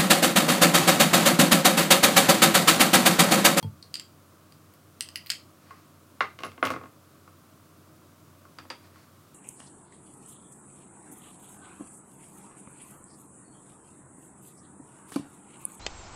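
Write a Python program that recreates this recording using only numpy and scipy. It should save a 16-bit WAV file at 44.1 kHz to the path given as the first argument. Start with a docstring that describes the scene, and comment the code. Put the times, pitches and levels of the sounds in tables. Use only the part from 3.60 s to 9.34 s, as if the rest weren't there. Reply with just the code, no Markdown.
"""A table in a small furnished room, where a beer bottle is opened.
A steel opener jingles, clinks against the crown cap and snaps it off with a wisp of gas.
Glass and metal then knock, chatter and slide on the wooden top. Each hard contact is a set of
ringing modes plus a short noise crack; soft bumps sway the table's lowest modes.
The room adds a short tail, and a fan hums softly underneath."""
import sys
import numpy as np
from scipy import signal
from scipy.fft import rfft, irfft, next_fast_len
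from scipy.io import wavfile
from scipy.ndimage import uniform_filter1d

SR = 44100
rng = np.random.default_rng(int(sys.argv[2]) if len(sys.argv) > 2 else 0)


def inscribe(sig):
    """Save sig as 16-bit PCM at rate SR to the path in sys.argv[1].

    A 1-D sig is mono; a 2-D sig holds one channel per row.
    Samples are clipped to [-1, 1] before scaling.
    """
    pcm = np.round(np.clip(np.atleast_2d(sig).T, -1, 1) * 32767)
    wavfile.write(sys.argv[1], SR, pcm.astype(np.int16))


N = 253354
AGE = np.arange(SR // 2) / SR  # seconds since a hit

# EQ points of a hit (low, middle, high, top): low_db, high_db and top_db are relative to the middle
METAL_EQ_HZ, WOOD_EQ_HZ = (2500, 4800, 8500, 14000), (300, 1200, 3200, 9000)
# spectrum of the crack when the opener hits: freq_hz, level_db
STEEL_CRACK = [(200, -4), (1200, -7.5), (1900, 1.5), (3000, 1.5), (3600, -1.5), (4900, 4.5), (6800, -23),
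               (8400, -2), (9800, -10), (10800, -21), (12000, -17), (16000, -17.5)]


def from_db(db):
    """Decibels to gain."""
    return 10 ** (np.asarray(db) / 20)


def at_hz(points, hz):
    """Read a table along a log-frequency axis."""
    known_hz, values = np.transpose(points)
    return np.interp(np.log(np.maximum(hz, 1)), np.log(known_hz), values)


def decay(t60):
    """An envelope that falls 60 dB in t60 seconds."""
    return np.exp(-np.log(1000) * AGE / max(t60, 1e-4))


def ring(hz, t60):
    """One struck mode: a decaying sine."""
    return np.sin(2 * np.pi * hz * AGE) * decay(t60)


def eq(x, spectrum):
    """Minimum-phase EQ, so that nothing rings ahead of an attack."""
    size = 2 * next_fast_len(len(x) // 2 + 2048)
    gain = from_db(at_hz(spectrum, np.fft.rfftfreq(size, 1 / SR)))
    cepstrum = irfft(np.log(gain))
    cepstrum[1:size // 2] *= 2
    cepstrum[size // 2 + 1:] = 0
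    return irfft(rfft(x, size) * np.exp(rfft(cepstrum)))[:len(x)]


def noise(spectrum):
    """Steady coloured noise of rms 1."""
    x = eq(rng.standard_normal(N), spectrum)
    return x / x.std()


def flatten(x):
    """Level out broad peaks, so that a noise burst has no pitch of its own; energy 1."""
    hz = np.fft.rfftfreq(len(x), 1 / SR)
    power = uniform_filter1d(np.abs(rfft(x)) ** 2, size=40)
    power = np.maximum(power, power.mean() / 20)
    flat = eq(x, np.column_stack([hz + 1, -10 * np.log10(power)]))
    return flat / np.sqrt(np.sum(flat ** 2))


def unit_attack(x):
    """Scale to rms 1 over the first 4 ms."""
    return x / np.sqrt(np.mean(x[:SR // 250] ** 2))


def add(track, start_s, sound):
    """Mix a sound into the track."""
    start = max(round(start_s * SR), 0)
    track[start:start + len(sound)] += sound[:N - start]


def strikes(hits, modes, crack, eq_hz, crack_db, crack_t60, radiate_hz):
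    """Each hit rings a body's main modes; a noise crack stands for the dense, quickly damped ones."""
    partials = np.array([(-1) ** k * from_db(db) * ring(hz, t60) for k, (hz, db, t60) in enumerate(modes)])
    # a body radiates little at wavelengths longer than itself
    radiation = signal.butter(2, radiate_hz, "high", fs=SR, output="sos")
    out = np.zeros(N)
    for start_s, level_db, low_db, high_db, top_db in hits:
        body = from_db(rng.standard_normal(len(modes))) @ partials
        burst = flatten(rng.standard_normal(len(AGE)) * decay(crack_t60))
        transient = from_db(crack_db) * unit_attack(eq(burst, crack))
        hit = signal.sosfilt(radiation, unit_attack(body) + transient)
        # where and how hard the contact lands sets its tone
        hit = eq(hit, list(zip(eq_hz, (low_db, 0, high_db, top_db))))
        add(out, start_s, from_db(level_db) * unit_attack(hit))
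    return out


def cap_snap():
    """The cap snaps off the neck and rattles in the opener."""
    # snap and rattle: start_s, level_db, low_db, high_db, top_db
    hits = [(1.7016, -21.5, 2, -0.5, 3), (1.7050, -25, -1.5, 2, -6), (1.7182, -33, 10, 10, 1)]
    # modes of the freed cap: pitch_hz, level_db, t60_s
    modes = [(2000, -7, 0.014), (2750, -8, 0.011), (3150, -7, 0.016), (4260, -1.5, 0.018),
             (4640, -0.5, 0.019), (5170, 1.5, 0.018), (7250, -5, 0.0075), (7800, -17, 0.012),
             (8320, -9, 0.016), (10600, -11, .008), (12200, -16, .006), (13400, -12, .006)]
    # crack of the cap letting go: freq_hz, level_db
    crack = [(200, -33), (900, -20), (1500, -4), (2200, 2), (5300, -6), (6200, -5), (7800, -1),
             (9500, -8.5), (12500, -10), (15000, -26)]
    return strikes(hits, modes, crack, METAL_EQ_HZ, crack_db=-5, crack_t60=0.0074, radiate_hz=900)


def gas_wisp():
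    """Gas escapes as the seal gives: a thin, high hiss that fades as the pressure drops."""
    # escaping gas: start_s, level_db, t60_s
    wisps = [(1.663, -51, 0.26)]
    # spectrum of the hiss: freq_hz, level_db
    hiss = [(1000, -25), (9000, -7), (12000, -7), (15000, -2)]
    flow = np.zeros(N)
    for start_s, level_db, t60 in wisps:
        add(flow, start_s, from_db(level_db) * decay(t60))
    return flow * noise(hiss)


def neck_clinks():
    """The opener clinks against the cap and the glass neck."""
    # clinks: start_s, level_db, low_db, high_db, top_db
    hits = [(1.4078, -25, 5, 7.5, 3), (1.4881, -41, 3, -1, -4), (1.5577, -28.5, 3, -6, 6),
            (1.6614, -44, 6, -13, 21), (1.6692, -43, -7, -19, -9), (1.6958, -42, 10, 4, 4)]
    # modes of the capped neck: pitch_hz, level_db, t60_s
    modes = [(1942, -9.5, 0.023), (2780, -2.5, 0.012), (3100, -6, 0.012), (4220, -6, 0.018),
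             (4900, -1, 0.016), (5700, -5.5, 0.01), (6320, -10, 0.017), (7400, -10.5, 0.013),
             (7860, -9, 0.01), (8360, -1.5, 0.01), (10660, -10.5, 0.012), (12000, -12, 0.0067),
             (13500, -16, .008), (3100, -43, 0.077), (5000, -30, 0.1)]
    return strikes(hits, modes, STEEL_CRACK, METAL_EQ_HZ, crack_db=-4.5, crack_t60=0.0098, radiate_hz=1400)


def opener_jingle():
    """The steel opener jingles in the hand in short, bright ticks."""
    # ticks: start_s, level_db, low_db, high_db, top_db
    hits = [(.0279, -45.5, 6.5, 5, 18), (.2265, -44, -5, 5.5, -19), (.3417, -28.5, -4.5, 5, -5),
            (.3548, -30.5, -1.5, -2, -15), (.3972, -36, -0.5, -4, -3), (.923, -52.5, 4, 5, -6),
            (1.138, -55.5, 7, 8, 26)]
    # modes of the opener: pitch_hz, level_db, t60_s
    modes = [(2150, -21, 0.02), (2720, -8, 0.0077), (3260, -14, 0.035), (4400, -22, 0.016),
             (4730, 6.5, 0.0094), (5100, -15, 0.016), (5000, -34, 0.14), (6900, -13, 0.0092),
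             (7670, -11, 0.0074), (8300, -15, 0.014), (8940, -7.5, 0.016), (12200, -14, .01),
             (13000, -12, .01)]
    return strikes(hits, modes, STEEL_CRACK, METAL_EQ_HZ, crack_db=-6, crack_t60=0.02, radiate_hz=900)


def steel_rings():
    """Where the fingers do not damp them, opener and cap sing on in close modes that beat."""
    # brief high metal rings of opener and cap, each at its own pitch: start_s, level_db, pitch_hz, t60_s
    glints = [(0.2272, -33, 4350, 0.014), (.355, -30, 7500, 0.0075), (.3973, -34, 7600, 0.014),
              (1.408, -51, 8500, 0.076), (3.064, -42, 13700, 0.035)]
    # further rings of the cap, at cap_hz: start_s, level_db
    cap_rings = [(1.425, -46), (1.557, -44), (2.846, -46.5), (3.033, -44)]
    cap_hz, cap_t60 = 10840, 0.08
    detune_ratios = 1 + 0.0118 * np.linspace(-2, 2, 4)
    out = np.zeros(N)
    for start_s, level_db, hz, t60 in glints + [(s, db, cap_hz, cap_t60) for s, db in cap_rings]:
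        shimmer = sum(ring(hz * ratio, t60) * rng.normal() for ratio in detune_ratios)
        add(out, start_s, from_db(level_db) * (ring(hz, t60) + 0.53 * shimmer))
    return out


def table_knocks():
    """Glass and metal land on the wooden top; some knocks chatter on in quick, weaker rebounds."""
    # knocks: start_s, level_db, low_db, high_db, top_db, rebounds (rounded to a count), gap_s
    knocks = [(2.1075, -41.5, -13, -13.5, -3, 0, 0), (2.6065, -17, -11.5, 3, -16, 2, 0.0052),
              (2.789, -40, 2, 10.5, 10, 2, .0165), (2.8348, -29, 8, 7.5, 7, 3, .011),
              (2.918, -50, -8, 11, 17, 0, 0), (2.9785, -43.5, 13.5, 1, -11, 0, 0),
              (3.0276, -16, 3, -4, -16, 2, .0095), (3.0528, -25, 8.5, 6.5, 15.5, 1, .008),
              (3.0715, -25, 1, 3.5, -12, 0, 0), (3.1036, -24.5, 2.5, -3, 8, 2, .0075),
              (3.137, -34.5, 10.5, 1, -9, 0, 0), (3.1625, -32, 6, -2, -24, -0.5, 0),
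              (3.213, -40.5, 12.5, -6, -24, 2.5, .021), (3.677, -47.5, -1, -8, -1, 0, 0),
              (4.852, -51, 0, -15, -4, 0, 0), (5.359, -51, 1, -4, 0, 0.5, 0)]
    # modes of the table top: pitch_hz, level_db, t60_s
    modes = [(122, -38, 0.13), (268, -24, 0.076), (390, -23, 0.041), (451, -16, 0.09), (648, -13.5, 0.073),
             (803, -18, 0.037), (990, -26, 0.095), (1081, -7, 0.072), (1149, -12.5, 0.09),
             (1224, -18, 0.19), (1207, 3, 0.018), (1458, -1, 0.019), (1573, -18, 0.11), (1950, -24, 0.036),
             (2092, -13, 0.076), (2540, -6.5, 0.011), (2785, -5.5, 0.0089), (3270, -11.5, 0.011)]
    # crack of the wood: freq_hz, level_db
    crack = [(80, -27), (160, -13), (300, -2), (700, 2), (1400, 3.5), (3000, -6), (4000, -11), (5500, -17),
             (8000, -26), (15000, -34.5)]
    light_knock_db, first_loss_db, next_loss_db = -39, 2.5, 3
    gap_jitter, kept_tone, rebound_tone_db = 0.06, 0.41, (5, -2.5, 5)
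    hits = []
    for start_s, level_db, low_db, high_db, top_db, rebounds, gap_s in knocks:
        hits.append((start_s, level_db, low_db, high_db, top_db))
        # a harder knock loses more on its first rebound
        first_db = level_db - first_loss_db - 0.36 * (level_db - light_knock_db)
        tone_db = kept_tone * np.array([low_db, high_db, top_db]) + rebound_tone_db
        gaps = gap_s * (1 + gap_jitter * rng.standard_normal(round(rebounds)))
        for k, delay_s in enumerate(np.cumsum(gaps)):
            hits.append((start_s + delay_s, first_db - next_loss_db * k, *tone_db))
    return strikes(hits, modes, crack, WOOD_EQ_HZ, crack_db=-2, crack_t60=0.02, radiate_hz=109)


def cap_clacks():
    """The cap is laid on the wood with a clack, more crack than ring."""
    # clacks: start_s, level_db, low_db, high_db, top_db
    hits = [(4.9862, -38.5, -5, -2.5, -1.5), (5.052, -51, 10, -11, -14), (5.1019, -34, 0, 6, 8),
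            (5.105, -36.5, 0.21, -3, -11)]
    # modes of cap and wood together: pitch_hz, level_db, t60_s
    modes = [(947, -4, 0.067), (1294, -1, 0.057), (1620, -8, .025), (2380, -8, 0.013), (3870, -20, 0.012),
             (4734, 5, 0.03)]
    # crack of the cap meeting the wood: freq_hz, level_db
    crack = [(100, -26), (350, 0), (1300, 5.5), (3000, -2), (5000, -5.5), (6500, -14), (9000, -17),
             (11000, -29), (15000, -39)]
    return strikes(hits, modes, crack, WOOD_EQ_HZ, crack_db=6, crack_t60=0.042, radiate_hz=150)


def table_bumps():
    """An arm or a heavy landing sways the whole table in its lowest modes."""
    # soft blows: start_s, level_db
    bumps = [(.027, -29), (.046, -20.5), (3.052, -37), (3.1122, -42)]
    # modes of the swaying table: pitch_hz, level_db, t60_s
    modes = [(104.7, -2, 0.16), (145, -8.5, 0.21), (207.5, -18, 0.27), (440, -21, 0.092)]
    thud = sum(from_db(db) * ring(hz, t60) for hz, db, t60 in modes)
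    out = np.zeros(N)
    for start_s, level_db in bumps:
        add(out, start_s, -from_db(level_db) * thud)
    radiation = signal.butter(2, 90, "high", fs=SR, output="sos")  # the top radiates little below 90 Hz
    return signal.sosfilt(radiation, out)


def metal_tink(start_s, level_db):
    """A bump rings a small metal part right by the listener."""
    # modes of the part: pitch_hz, level_db, t60_s
    modes = [(887, -5, 0.21), (970, -3, 0.07), (3252, -2.5, 0.1), (4340, -8, 0.055), (5840, -14, 0.047),
             (8600, -24, .05), (9700, -23, .05)]
    tink = sum(from_db(db) * ring(hz, t60) for hz, db, t60 in modes)
    out = np.zeros(N)
    add(out, start_s, from_db(level_db) * tink)
    return out


def table_slides():
    """Things slide a little on the wood: faint swells of friction noise."""
    # slides: centre_s, half_length_s, level_db
    slides = [(2.128, 0.12, -61.5), (5.255, 0.028, -59), (5.394, 0.073, -62)]
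    # spectrum of the friction: freq_hz, level_db
    friction = [(300, -4), (1300, 6), (2300, 3), (3400, -7), (4600, 1), (7000, -14), (15000, -26)]
    t = np.arange(N) / SR
    swells = sum(from_db(db) * np.exp(-((t - centre_s) / half_s) ** 2) for centre_s, half_s, db in slides)
    return swells * noise(friction)


def room(send, build_s):
    """A few early reflections and a short diffuse tail that lingers longest in the bass."""
    # tone of the tail: freq_hz, level_db
    tail_tone = [(100, 17), (400, -0.5), (1200, -8), (2500, -5), (5000, -8), (9000, -8.5), (15000, -7.5)]
    # decay of the tail: freq_hz, t60_s
    tail_decay = [(100, 0.31), (400, 0.15), (1200, 0.21), (2500, 0.24), (5000, 0.23), (9000, 0.21),
                  (15000, 0.11)]
    # reflections off nearby surfaces: delay_s, level_db
    reflections = [(.0013, -40), (.0075, -17), (0.0154, -14.5)]
    tail, edges_hz = np.zeros(len(AGE)), np.geomspace(70, 19000, 13)
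    for low, high in zip(edges_hz, edges_hz[1:]):
        bandpass = signal.butter(2, [low, high], "band", fs=SR, output="sos")
        band = signal.sosfilt(bandpass, rng.standard_normal(len(AGE)))
        tail += band * decay(at_hz(tail_decay, np.sqrt(low * high)))
    fade_in = 1 - np.exp(-(AGE / build_s) ** 2)
    response = eq(flatten(tail * fade_in), tail_tone)
    for delay_s, db in reflections:
        response[round(delay_s * SR)] += from_db(db)
    return signal.fftconvolve(send, response)[:N]


def fan(air_db):
    """A steady bed of airy noise with a few low motor tones."""
    # spectrum of the moving air: freq_hz, level_db
    air = [(60, -7), (100, 1.5), (190, -0.5), (320, -0.5), (450, -9), (620, -5.5), (830, -15), (1130, -6.5),
           (1350, -10), (1800, -19), (3000, -21), (6000, -22.5), (10000, -23), (16000, -24)]
    # motor tones: pitch_hz, rms_db
    tones = [(91.5, -64.5), (95.3, -74.5), (151, -67.5), (312, -69.5)]
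    t = np.arange(N) / SR
    hum = sum(np.sqrt(2) * from_db(db) * np.sin(2 * np.pi * (hz * t + rng.random())) for hz, db in tones)
    return from_db(air_db) * noise(air) + hum


def scene():
    """Opener, cap and knocks feed the room; the close sounds stay dry; the fan lies underneath."""
    # how the table top radiates into the room, as a send EQ: freq_hz, level_db
    table_send = [(150, -1.5), (500, 1), (1200, -0.5), (2000, 1.5), (3200, -3), (5000, 5), (7000, 4.5)]
    opening = opener_jingle() + neck_clinks() + cap_snap()
    knocks = table_knocks()
    metal_and_gas = opening + cap_clacks() + steel_rings() + gas_wisp()
    reverb = room(metal_and_gas + eq(knocks, table_send), build_s=0.0039)
    close = table_bumps() + metal_tink(start_s=0.028, level_db=-39) + table_slides()
    return (metal_and_gas + knocks + reverb + close + fan(air_db=-56))[None]


def record(dry):
    """Steep cuts below 84 Hz and above 16.2 kHz."""
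    low_cut = signal.ellip(7, .5, 42, 84, "high", fs=SR, output="sos")
    high_cut = signal.ellip(10, .2, 70, 16200, fs=SR, output="sos")
    return signal.sosfilt(high_cut, signal.sosfilt(low_cut, dry))


dry = scene()
out = record(dry)
inscribe(out)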